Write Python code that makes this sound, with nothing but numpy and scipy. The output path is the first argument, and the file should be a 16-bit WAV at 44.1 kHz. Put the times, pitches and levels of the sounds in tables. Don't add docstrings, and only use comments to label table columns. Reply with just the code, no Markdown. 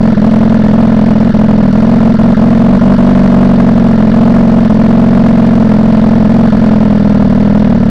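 import sys
import numpy as np
from scipy import signal
from scipy.fft import rfft, irfft, next_fast_len
from scipy.io import wavfile
from scipy.ndimage import uniform_filter1d

SR = 44100
rng = np.random.default_rng(int(sys.argv[2]) if len(sys.argv) > 2 else 0)


def int16_out(signal):
    q = np.round(np.clip(np.atleast_2d(signal).T, -1, 1) * 32767)
    wavfile.write(sys.argv[1], SR, q.astype(np.int16))


N = 348371

START_PHASE, SECOND_PHASE = 0.415, 0.495


def undb(db):
    return 10 ** (np.asarray(db) / 20)


def level(x, db):
    return x * undb(db) / np.sqrt(np.mean(x ** 2))


def curve(table, axis=1):
    rows = np.array(table)
    return np.interp(np.arange(N) / SR, rows[:, 0], rows[:, axis])


def colour(x, points):
    hz, db = np.transpose(points)
    size = next_fast_len(N + 4096)
    f = np.maximum(np.arange(size // 2 + 1) * SR / size, 1)
    gain = undb(np.interp(np.log(f), np.log(hz), db))
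    return irfft(rfft(x, size) * gain, size)[:N]


def resonance(x, hz, width):
    b, a = signal.iirpeak(hz, hz / width, fs=SR)
    return signal.lfilter(b, a, x)


def ring(x, modes):
    return sum(gain * resonance(x, hz, width) for hz, width, gain in modes)


def crank_times(phase, share):
    turns = np.arange(np.ceil(phase[0] - share), phase[-1] - share) + share
    return np.interp(turns, phase, np.arange(N) / SR)


def impulses(times, db, scatter_db, jitter_s):
    chance = rng.standard_normal((len(times), 2))
    jittered = times + jitter_s * chance[:, 0]
    at = np.clip(jittered * SR, 0, N - 1).astype(int)
    return np.bincount(at, undb(db + scatter_db * chance[:, 1]), N)


def fade(x, decay_s):
    return signal.lfilter([1], [1, -np.exp(-1 / (decay_s * SR))], x)


def walk(rate):
    hold = int(SR / rate)
    held = rng.standard_normal(400)[np.arange(N) // hold]
    return 1.3 * uniform_filter1d(uniform_filter1d(held, hold), hold)


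def fences(x, db, decay_s):
    t = np.arange(SR // 4) / SR
    echo = rng.standard_normal(len(t)) * np.exp(-t / decay_s) * (t > 0.012)
    return level(signal.fftconvolve(x, echo)[:N], db)


# (frequency [Hz], relative level [dB])
CASE_COLOUR = [(100, 11.5), (400, 10), (780, -13), (1050, -6), (1400, 0), (1750, -3.5), (2100, -11),
               (2420, -22), (2850, -13.5), (3300, -14.5), (4500, -17.5), (5800, -23), (6500, -35.5),
               (11000, -58.5)]
# (share of the cycle [0-1], relative level [dB])
VALVE_TICKS = [(0.031, 3), (0.268, -4.5), (0.618, 1), (0.758, -19.5)]
# (frequency [Hz], width [Hz], relative gain [signed factor])
HEAD_MODES = [(983, 140, 0.92), (1365, 69, -1.5), (1740, 85, 0.99), (2046, 64, -0.19), (2874, 23, 0.46),
              (3580, 73, 0.32), (4320, 65, 0.21), (4560, 51, -0.36), (5700, 44, 0.13)]


def clatter(phase):
    ticks = np.zeros(N)
    for share, db in VALVE_TICKS:
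        ticks += impulses(crank_times(phase, share), db, scatter_db=1.1, jitter_s=0.0007)
    tick_noise = fade(ticks, decay_s=0.0038) * rng.standard_normal(N)
    head = ring(tick_noise, HEAD_MODES)
    rustle = (1 + fade(ticks, decay_s=0.008)) * rng.standard_normal(N)
    case = colour(rustle, CASE_COLOUR)
    return level(head, -30.0) + level(case, -21.5)


SLACK_HZ, SLACK_WIDTH_HZ, SLACK_DECAY_S = 1540, 450, 0.0061
SLACK_DB = -8.5


def slack(phase):
    second = crank_times(phase, SECOND_PHASE)
    missed = np.array([second[np.argmin(abs(second - s))] for s, db in MISFIRES])
    missing_db = 20 * np.log10(1 - undb([db for s, db in MISFIRES]))
    knocks = impulses(missed + 0.0019, SLACK_DB + missing_db, scatter_db=2.5, jitter_s=0.00092)
    burst = fade(knocks, SLACK_DECAY_S) * rng.standard_normal(N)
    narrowed = resonance(burst, SLACK_HZ, SLACK_WIDTH_HZ)
    return resonance(narrowed, SLACK_HZ, SLACK_WIDTH_HZ)


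SAG_HZ, SAG_LEAD_S, SAG_S = 1.98, 0.025, 0.03
# (time [s], speed [four-stroke cycles/s])
IDLE_SPEED = [(0.0, 21.679), (1.16, 21.293), (1.29, 22.309), (1.66, 19.923), (1.78, 21.736), (2.24, 23.102),
              (2.63, 22.144), (2.76, 24.172), (3.0, 24.405), (4.05, 21.787), (4.31, 22.926), (4.73, 21.948),
              (5.12, 22.53), (5.9, 21.478), (6.53, 22.04), (7.23, 19.51), (7.61, 20.574), (7.9, 17.692)]


def crank_speed():
    t = np.arange(N) / SR
    speed = curve(IDLE_SPEED)
    for s, db in MISFIRES:
        age = np.maximum(t - s + SAG_LEAD_S, 0) / SAG_S
        missing = 1 - undb(db)
        speed = speed - SAG_HZ * missing * age * np.exp(1 - age)
    return speed


def exhaust(firings, pipe, puff_s):
    lag = np.arange(-200, 201) / SR
    puff = signal.fftconvolve(firings, np.exp(-0.5 * (lag / puff_s) ** 2), "same")
    gas = 0.2 * fade(firings, decay_s=0.011) * rng.standard_normal(N)
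    return resonance(ring(puff + gas, pipe), hz=223.7, width=121.0)


BURN_SCATTER_DB, BURN_REBOUND = 1.55, 0.61
# (time [s], level [dB])
MISFIRES = [(0.146, -15.5), (1.128, -3), (1.316, -14.5), (1.703, -4.5), (1.982, -4), (2.119, -5),
            (2.164, -10.5), (2.345, -29.5), (2.79, -14), (2.961, -13), (3.129, -4.5), (3.955, -3.5),
            (4.674, -7.5), (6.499, -8), (7.775, -2.5)]
# (frequency [Hz], width [Hz], relative gain [factor; sign is the sense of the swing])
FIRST_PIPE_MODES = [(57, 44.2, 0.58), (170.7, 17, -0.048), (206.84, 56.6, -0.84), (239.6, 31.6, 0.71),
                    (341.3, 16, 0.205), (462, 7.7, 0.24)]
SECOND_PIPE_MODES = [(49.9, 16.3, 1), (133, 13, -0.18), (186.5, 25, 0.15), (201.9, 83, -0.67),
                     (264.6, 65.4, 0.46), (497, 96, 0.11)]


def cylinders(phase):
    first, second = crank_times(phase, 0), crank_times(phase, SECOND_PHASE)
    steady_gain = np.sqrt(1 - BURN_REBOUND ** 2)
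    uneven = signal.lfilter([steady_gain], [1, BURN_REBOUND], rng.standard_normal(len(second)))
    burn_db = BURN_SCATTER_DB * uneven
    for s, db in MISFIRES:
        burn_db[np.argmin(abs(second - s))] = db
    lead = impulses(first, 0, scatter_db=1.02, jitter_s=0.00008)
    follow = impulses(second, burn_db, scatter_db=0.27, jitter_s=0.00031)
    first_beat = exhaust(lead, FIRST_PIPE_MODES, puff_s=0.00058)
    second_beat = exhaust(follow, SECOND_PIPE_MODES, puff_s=0.00063)
    return first_beat + second_beat


IDLE_RATE = 22
FLUTTER_CYCLES, FLUTTER_RATE = 0.016, 12
THUD_HZ, THUD_DB_PER_HZ = 112, -1.0


def scene(boom_db=-0.5, boom_db_per_hz=0.72, clatter_db_per_hz=0.15):
    speed = crank_speed()
    phase = START_PHASE + np.cumsum(speed) / SR + FLUTTER_CYCLES * walk(FLUTTER_RATE)
    surplus = uniform_filter1d(speed, size=SR // 3) - IDLE_RATE
    boom = level(cylinders(phase), boom_db) * undb(boom_db_per_hz * surplus)
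    low_pass = signal.butter(2, THUD_HZ, fs=SR, output="sos")
    thud = signal.sosfiltfilt(low_pass, boom)
    boom = boom + thud * (undb(THUD_DB_PER_HZ * surplus) - 1)
    rattle = clatter(phase) * undb(clatter_db_per_hz * surplus) + slack(phase)
    echo = fences(boom, db=-19.0, decay_s=0.019)
    return (boom + echo + rattle)[None]


TOP_HZ = 15800
# (frequency [Hz], level [dB])
RECORDER_RESPONSE = [(3000, 0.5), (7000, 0), (10900, -0.5), (12500, -14), (15500, -16.5)]


def record(dry, bias=0.12, ceiling=0.67):
    clipped = np.clip(dry[0] + bias, -ceiling, ceiling)
    squared = colour(clipped, RECORDER_RESPONSE)
    steep_low_pass = signal.ellip(8, 0.02, 70, TOP_HZ, fs=SR, output="sos")
    return signal.sosfilt(steep_low_pass, squared)[None]


dry = scene()
out = record(dry)
int16_out(out)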